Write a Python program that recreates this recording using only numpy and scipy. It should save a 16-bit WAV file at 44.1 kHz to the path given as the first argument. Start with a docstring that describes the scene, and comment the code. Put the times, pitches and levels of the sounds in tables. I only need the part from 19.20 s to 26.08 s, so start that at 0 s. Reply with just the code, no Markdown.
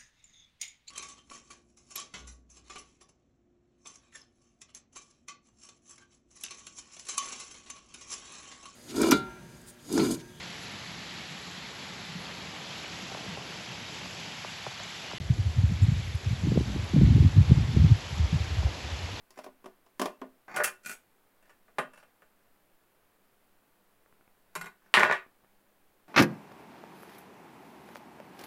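"""Caramel pudding is served from a ceramic plate on a stone worktop in a small kitchen.
A steel cake server bumps the plate, then catches and scrapes on the glaze under the slice.
From 2.2 s a table knife taps the plate as it cuts; near 5 s syrup ticks faintly.
The knife bounces on the rim, is let go at 5.7 s and clatters to rest; a last few ticks follow.
Each contact rings plate and blade and echoes off close walls. A soft hiss runs throughout."""
import sys
import numpy as np
from scipy import signal
from scipy.fft import rfft, irfft
from scipy.io import wavfile
from scipy.ndimage import uniform_filter1d

SR = 44100
rng = np.random.default_rng(int(sys.argv[2]) if len(sys.argv) > 2 else 0)


def master(y):
    """Save y as 16-bit WAV."""
    cut = np.clip(np.atleast_2d(y).T, -1, 1)
    pcm = np.round(cut * 32767)  # scale
    wavfile.write(sys.argv[1], SR, pcm.astype(np.int16))


N = 303434
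SIZE = 16384  # samples per impulse response
TIME_S = np.arange(SIZE) / SR
FREQ_HZ = np.maximum(np.arange(SIZE // 2 + 1) * SR / SIZE, 1)
BLOW_GAIN = np.sqrt(0.01 * SR)  # unit energy to unit power over 10 ms

# knife modes: freq_hz, level_db, t60_s
KNIFE_MODES = [(3790, 10.5, 0.092), (4010, 4.5, .05), (4500, 8, 0.06), (5400, 8.5, 0.061),
               (6180, 7.5, 0.07), (6900, 11.5, .06), (7503, 13.5, 0.035), (8220, 16, 0.074),
               (9080, 11, .09), (9600, 15.5, 0.08), (10600, 20, 0.11), (11490, 12.5, .08),
               (11780, 19.5, 0.1)]
# server blade modes: freq_hz, level_db, t60_s
SERVER_MODES = [(4556, 9.5, 0.029), (5195, 9, .08), (5590, 12.5, .08), (6051, 6, 0.11), (6740, 9, .04),
                (7400, 7, .05), (8180, 9.5, .035), (9020, 10.5, .06), (9740, 15, 0.033), (10600, 14, .06),
                (11200, 15.5, 0.069), (11510, 7, 0.053), (12000, 17.5, .05), (14490, 4, .05)]


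def knife_clatter():
    """The released knife lands brightly, then blade and handle rock to rest on the plate."""
    hits = [(5.74, -13, -1), (5.771, -13, -4.5), (5.777, -15, -5), (5.7871, -21.5, -10.5),
            (5.7955, -22.5, 15.5), (5.8065, -17, -13), (5.8273, -19, -3.5), (5.8322, -12.5, 3),
            (5.85, -23, -3.5), (5.898, -19.5, -14), (5.9118, -18, 0), (5.925, -28.5, 14.5)]  # main blows: start_s, level_db, hardness_db
    # contact spectra: freq_hz, level_db
    landing_colour = [(50, -60.5), (85, -24.5), (338, -16), (611, -11), (1180, -2.5), (1500, -8.5),
                      (1830, 3), (2600, -5), (2900, -5.5), (6510, -23.5), (10100, -24.5), (16000, -49.5)]
    rattle_colour = [(50, -53.5), (85, -19), (187, -13.5), (272, -21.5), (369, -10.5), (598, -5.5),
                     (744, -8.5), (1030, -4), (1340, -7.5), (1750, -2), (2480, -5), (2710, -13.5),
                     (9880, -39), (16000, -45.5)]
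    # register balances: thud_db, knock_db, clink_db, shimmer_db
    landing_balance = (-17.5, 0.5, 1.5, -14)
    rattle_balance = (-14, -1, -6.5, -27)
    landing = blows(hits[:1], landing_balance, landing_colour, KNIFE_MODES, chatter_t60_s=0.037,
                    chatter_db=-3, plate_db=-9, blade_db=-6.5, damping=1, room_db=2.5)
    rocking = hits[1:] + lesser_blows(hits[0][0], hits[-1][0], hardness_db=4, count=9)
    rattle = blows(rocking, rattle_balance, rattle_colour, KNIFE_MODES, chatter_t60_s=0.0066,
                   chatter_db=4, plate_db=-2, blade_db=-4.5, damping=1.2, room_db=0)
    return landing + rattle


def lesser_blows(start_s, end_s, hardness_db, count):
    """Rocking adds unevenly timed, weakening blows to the clatter."""
    initial_db, loss_db_per_s, scatter_db = -30.5, 36, 4.5
    delays_s = (end_s - start_s) * (np.arange(count) + 1 + rng.random(count)) / count
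    levels_db = initial_db - loss_db_per_s * delays_s + scatter_db * rng.standard_normal(count)
    return [(start_s + delay_s, db, hardness_db) for delay_s, db in zip(delays_s, levels_db)]


def knife_bounces():
    """The knife is lowered onto the rim and bounces."""
    hits = [(5.3525, -35.5, 9), (5.359, -30.5, 0.5), (5.412, -34.5, 2.5), (5.442, -42, -0.5),
            (5.459, -41.5, 2), (5.467, -41.5, -5), (5.479, -53.5, -2.5)]  # start_s, level_db, hardness_db
    balance = (-9.5, 0, -6.5, -12.5)  # thud_db, knock_db, clink_db, shimmer_db
    colour = [(53, -58), (90, -39), (172, 0), (255, -29), (419, -11.5), (532, -23), (606, -15),
              (1070, -7.5), (1270, -17), (1440, -4.5), (1790, -19.5), (2000, -7), (2950, -16.5),
              (10700, -33), (13000, -27.5), (16000, -41.5)]  # spectrum: freq_hz, level_db
    return blows(hits, balance, colour, KNIFE_MODES, chatter_t60_s=0.05,
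                 chatter_db=7.5, plate_db=1.5, blade_db=2, damping=1.9, room_db=-5.5)


def knife_taps():
    """The cutting knife touches and taps the plate."""
    hits = [(2.225, -60.5, 5.5), (2.299, -56, 1.5), (2.481, -56, -12), (2.584, -22.5, -6.5),
            (2.734, -49.5, 3), (2.775, -50, 3.5), (2.828, -51.5, -2), (3.02, -52, -5)]  # start_s, level_db, hardness_db
    balance = (-8, -0.5, -4.5, -13.5)  # thud_db, knock_db, clink_db, shimmer_db
    colour = [(53, -60.5), (90, -35), (145, -10.5), (255, -16), (310, -26), (429, -9.5), (610, -5),
              (786, -8.5), (1540, -10), (1950, -11.5), (2710, -12), (3740, -25.5), (6300, -31.5),
              (9930, -31), (16000, -50)]  # spectrum: freq_hz, level_db
    return blows(hits, balance, colour, KNIFE_MODES, chatter_t60_s=0.067,
                 chatter_db=14.5, plate_db=-1.5, blade_db=-4.5, damping=1.2, room_db=-3.5)


def server_bumps():
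    """The server bumps the loaded plate."""
    hits = [(0.1055, -56, 14), (0.172, -51, -15), (0.188, -42.5, 1), (0.242, -46, 7), (0.2625, -44, -9),
            (0.442, -49.5, -2.5), (0.4585, -43, 0), (0.663, -59.5, 3), (0.7955, -30.5, 4),
            (0.8155, -27.5, 4.5), (0.822, -34.5, -9), (0.8565, -30.5, 2), (1.0155, -38, -9)]  # start_s, level_db, hardness_db
    balance = (1, 0, -6, -11)  # thud_db, knock_db, clink_db, shimmer_db
    colour = [(53, -57.5), (90, -36), (196, -8.5), (532, -5.5), (620, -0.5), (876, -5), (1040, 1),
              (1380, -14.5), (1720, -13), (3510, -11.5), (3910, -18), (5530, -26.5), (8910, -35),
              (9720, -31.5), (16000, -41)]  # spectrum: freq_hz, level_db
    return blows(hits, balance, colour, SERVER_MODES, chatter_t60_s=0.043,
                 chatter_db=15.5, plate_db=-1, blade_db=-14, damping=1.517, room_db=-5.5)


def server_catches():
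    """The server's edge catches and skips on the glaze."""
    hits = [(1.281, -44.5, -13), (1.3625, -32, 8.5), (1.3675, -26, -5), (1.386, -31, -16),
            (1.401, -27, -17), (1.411, -31.5, -15), (1.4365, -32, 14.5), (1.4415, -27, 14),
            (1.456, -37.5, 13), (1.474, -33, 5)]  # start_s, level_db, hardness_db
    balance = (-2.5, 3.5, -4.5, -12)  # thud_db, knock_db, clink_db, shimmer_db
    colour = [(53, -39.5), (90, -21.5), (176, -18.5), (290, -36), (368, -17.5), (419, -22), (510, -4.5),
              (556, -15), (593, -5), (647, -10), (1070, 1.5), (1470, 16), (4260, -4), (10100, -5),
              (16000, -15.5)]  # spectrum: freq_hz, level_db
    return blows(hits, balance, colour, SERVER_MODES, chatter_t60_s=0.073,
                 chatter_db=9.5, plate_db=1.5, blade_db=-6.5, damping=1.8, room_db=-5)


def scrapes(slips_per_s, scatter_db):
    """Steel sticks and slips on the glaze: dense uneven clicks ring plate and server."""
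    strokes = [(0.13, 0.12, -57, 4.5, -1.5, 400), (1.268, 0.13, -42, 17, -19, 760),
               (1.628, .115, -43, 2.5, 5, 1473), (2.22, .11, -62.5, 0.5, -7, 1780),
               (2.73, 0.12, -63.5, -0.5, -2.5, 1430), (5.6, 0.13, -66, 4.5, -13, 910)]  # start_s, length_s, level_db, swell_db, hardness_db, squeak_hz
    squeak_modes = [(1, 12.5, 0.03), (1.66, 3.5, 0.034)]  # gripped edge: freq_ratio, level_db, t60_s
    balance = (-10.5, 0, -2, -6)  # thud_db, knock_db, clink_db, shimmer_db
    colour = [(53, -54.5), (90, -23), (180, -13), (556, -16), (737, -9), (858, -9.5), (1290, -8),
              (1470, -7.5), (2270, -7), (2430, -7.5), (2890, -18), (4860, -20.5), (6720, -11),
              (9930, -19.5), (16000, -26)]  # spectrum: freq_hz, level_db
    out = np.zeros(N)
    for start_s, length_s, level_db, swell_db, hardness_db, squeak_hz in strokes:
        t = np.arange(0, length_s, 1 / SR)
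        slipping = rng.random(len(t)) < slips_per_s / SR
        sizes = undb(scatter_db * rng.standard_normal(len(t)))
        signs = rng.choice([-1, 1], len(t))
        slips = unit(slipping * sizes * signs) * np.sqrt(len(t))
        squeak = [(squeak_hz * ratio, db, t60_s) for ratio, db, t60_s in squeak_modes]
        parts = contact(colour, SERVER_MODES + squeak, kitchen(), chatter_t60_s=0.029,
                        chatter_db=2.5, plate_db=-8, blade_db=0, damping=1, room_db=-3)
        ring = register_gains(balance, level_db, hardness_db) @ parts
        add(out, start_s, signal.fftconvolve(slips * pressure(t, length_s, swell_db), ring))
    return out


def pressure(t, length_s, swell_db, attack_s=0.025, release_s=0.015):
    """Stroke force: takes hold, changes by swell_db, lets go."""
    grip = np.clip(np.minimum(t / attack_s, (length_s - t) / release_s), 0, 1)
    return grip * undb(swell_db * (t / length_s - 0.5))


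def blows(hits, balance, colour, blade_modes, **touch):
    """Blade strikes plate; the echo varies a little as the contact point moves."""
    out, room = np.zeros(N), kitchen()
    for start_s, level_db, hardness_db in hits:
        echo = unit(room + 0.5 * kitchen())
        parts = contact(colour, blade_modes, echo, **touch)
        add(out, start_s, BLOW_GAIN * register_gains(balance, level_db, hardness_db) @ parts)
    return out


def contact(colour, blade_modes, echo, chatter_t60_s, chatter_db, plate_db, blade_db, damping, room_db):
    """A click, its micro-bounces and their echo ring plate and blade; one row per register."""
    plate_modes = [(208, 6.5, 0.17), (260, 13.5, 0.29), (376.8, 13, 0.17), (425.6, 6, 0.09), (605, 6, .14),
                   (677, 3.5, 0.34), (1053, 6, 0.15), (1168, 6, 0.048), (1220, 5, .18), (1460, 10, 0.099),
                   (1539, 5, 0.12), (1623, 5, 0.13), (1754, 6, 0.027), (1896, 7, 0.077), (2080, 2, 0.14),
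                   (2119, 1, 0.07), (2310, 0, 0.14), (2436, 10, 0.11), (2680, 13, 0.15), (2940, 7.5, 0.12),
                   (3130, 8, 0.18), (3250, 2, 0.069)]  # damped by pudding: freq_hz, level_db, t60_s
    click = undb(chatter_db) * unit(rng.standard_normal(SIZE) * fade(chatter_t60_s))
    click[0] += 1
    drive = unit(click) + undb(room_db) * echo
    plate = resonances(plate_modes, plate_db, damping=1)
    blade = resonances(blade_modes, blade_db, damping)  # pressing on the plate damps the blade
    body = gain_at(FREQ_HZ, colour) * plate * blade
    return np.array([unit(causal(drive, body * register)) for register in registers()])


def resonances(modes, ring_db, damping):
    """Gain of a ringing body; damping widens the modes, the contact point varies their strength."""
    mode_hz, level_db, t60_s = np.transpose(modes)[:, :, None]
    half_width_hz = damping * np.log(1000) / (2 * np.pi * t60_s)
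    peaks = undb(level_db + ring_db + rng.standard_normal(level_db.shape))
    detuning = (FREQ_HZ - mode_hz) / half_width_hz
    return np.sqrt(1 + np.sum(peaks ** 2 / (1 + detuning ** 2), axis=0))


def registers(edges_hz=(700, 2200, 5000)):
    """Band gains: thud (plate rocking), knock, clink, shimmer (steel)."""
    lowpasses = [1 / (1 + (FREQ_HZ / edge_hz) ** 8) for edge_hz in edges_hz]
    band_power = np.diff(lowpasses, axis=0, prepend=0, append=1)
    return np.sqrt(np.maximum(band_power, 0))


def register_gains(balance, level_db, hardness_db):
    """Bare steel hits hard and bright; a contact cushioned by pudding is soft and dull."""
    slopes = (-.25, 0, .45, 0.93)  # dB per hardness_db: thud, knock, clink, shimmer
    return undb(level_db + np.array(balance) + hardness_db * np.array(slopes))


def syrup(room_db):
    """Tiny dull cracks as the sticky slice shifts."""
    ticks = [(4.861, -61.5), (4.926, -58.5), (5.01, -61), (5.077, -60), (6.064, -55.5), (6.238, -63.5),
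             (6.246, -60.5)]  # start_s, level_db
    colour = [(90, -10), (220, -4.5), (1800, -13.5), (4500, -43), (14000, -43)]  # freq_hz, level_db
    out = np.zeros(N)
    for start_s, level_db in ticks:
        crack = unit(rng.standard_normal(SIZE) * fade(t60_s=0.011))
        tick = causal(crack + undb(room_db) * kitchen(), gain_at(FREQ_HZ, colour))
        add(out, start_s, undb(level_db) * BLOW_GAIN * unit(tick))
    return out


def kitchen(low_t60_s=0.23, treble_t60_s=0.19, crossover_hz=3000, build_up_s=0.0025):
    """Diffuse echo of hard close walls; the treble dies sooner."""
    treble_share = 1 / (1 + (crossover_hz / FREQ_HZ) ** 2)
    low = causal(rng.standard_normal(SIZE), np.sqrt(1 - treble_share)) * fade(low_t60_s)
    treble = causal(rng.standard_normal(SIZE), np.sqrt(treble_share)) * fade(treble_t60_s)
    onset = 1 - np.exp(-(TIME_S / build_up_s) ** 2)
    return unit((low + treble) * onset)


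def hiss(level_db):
    """Steady noise of the quiet room and the microphone."""
    colour = [(12, 6), (20, -8), (32, -23.5), (98, -15), (172, -17), (198, -7.5), (228, -17.5),
              (262, -12.5), (446, -13.5), (802, -15.5), (897, -16.5), (1530, -18.5), (6010, -33),
              (13900, -26.5), (16000, -27.5)]  # spectrum: freq_hz, level_db
    freq_hz = np.maximum(np.arange(N // 2 + 1) * SR / N, 1)
    spectrum = rfft(rng.standard_normal(N)) * gain_at(freq_hz, colour)
    return undb(level_db) * np.sqrt(N) * unit(irfft(spectrum, N))


def suppress(x, max_cut_db, above_noise_db):
    """Noise suppressor: each band is turned down as it nears the steady noise."""
    bins = signal.stft(x, nperseg=512)[2]
    power = uniform_filter1d(np.abs(bins) ** 2, size=7, axis=1)  # over time
    power = uniform_filter1d(power, size=3, axis=0)  # over frequency
    threshold = np.median(power, axis=1, keepdims=True) * undb(above_noise_db) ** 2
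    cut_db = max_cut_db * threshold / (threshold + np.abs(power))
    return signal.istft(bins * undb(-cut_db))[1][:N]


def causal(x, gain):
    """Minimum-phase filter: nothing sounds before the blow."""
    cepstrum = irfft(np.log(np.maximum(gain / gain.max(), 1e-5)))
    cepstrum[1:SIZE // 2] *= 2
    cepstrum[SIZE // 2 + 1:] = 0
    return irfft(rfft(x, SIZE) * np.exp(rfft(cepstrum)))


def gain_at(freq_hz, colour):
    """Gain of a spectrum, interpolated over log frequency."""
    points_hz, level_db = np.transpose(colour)
    return undb(np.interp(np.log(freq_hz), np.log(points_hz), level_db))


def fade(t60_s):
    """Exponential decay, 60 dB in t60_s."""
    return np.exp(-np.log(1000) * TIME_S / t60_s)


def undb(db):
    """Decibels to gain."""
    return 10 ** (np.asarray(db) / 20)


def unit(x):
    """Scale to unit energy."""
    return x / np.sqrt(np.sum(x ** 2))


def add(out, start_s, x):
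    """Mix x into out from start_s."""
    i = int(start_s * SR)
    out[i:i + len(x)] += x[:N - i]


def scene():
    """Server, knife and syrup over the hiss, mono."""
    server = server_bumps() + server_catches()
    knife = knife_taps() + knife_bounces() + knife_clatter()
    sliding = scrapes(slips_per_s=820, scatter_db=8)
    return (server + knife + sliding + syrup(room_db=-12.5) + hiss(level_db=-63.5))[None]


def record(dry):
    """Noise suppression, then a steep treble cut."""
    cutoff_hz = 15850
    lowpass = signal.ellip(10, 0.2, 70, cutoff_hz, fs=SR, output="sos")
    return signal.sosfilt(lowpass, suppress(dry[0], max_cut_db=3, above_noise_db=22))[None]


dry = scene()
out = record(dry)
master(out)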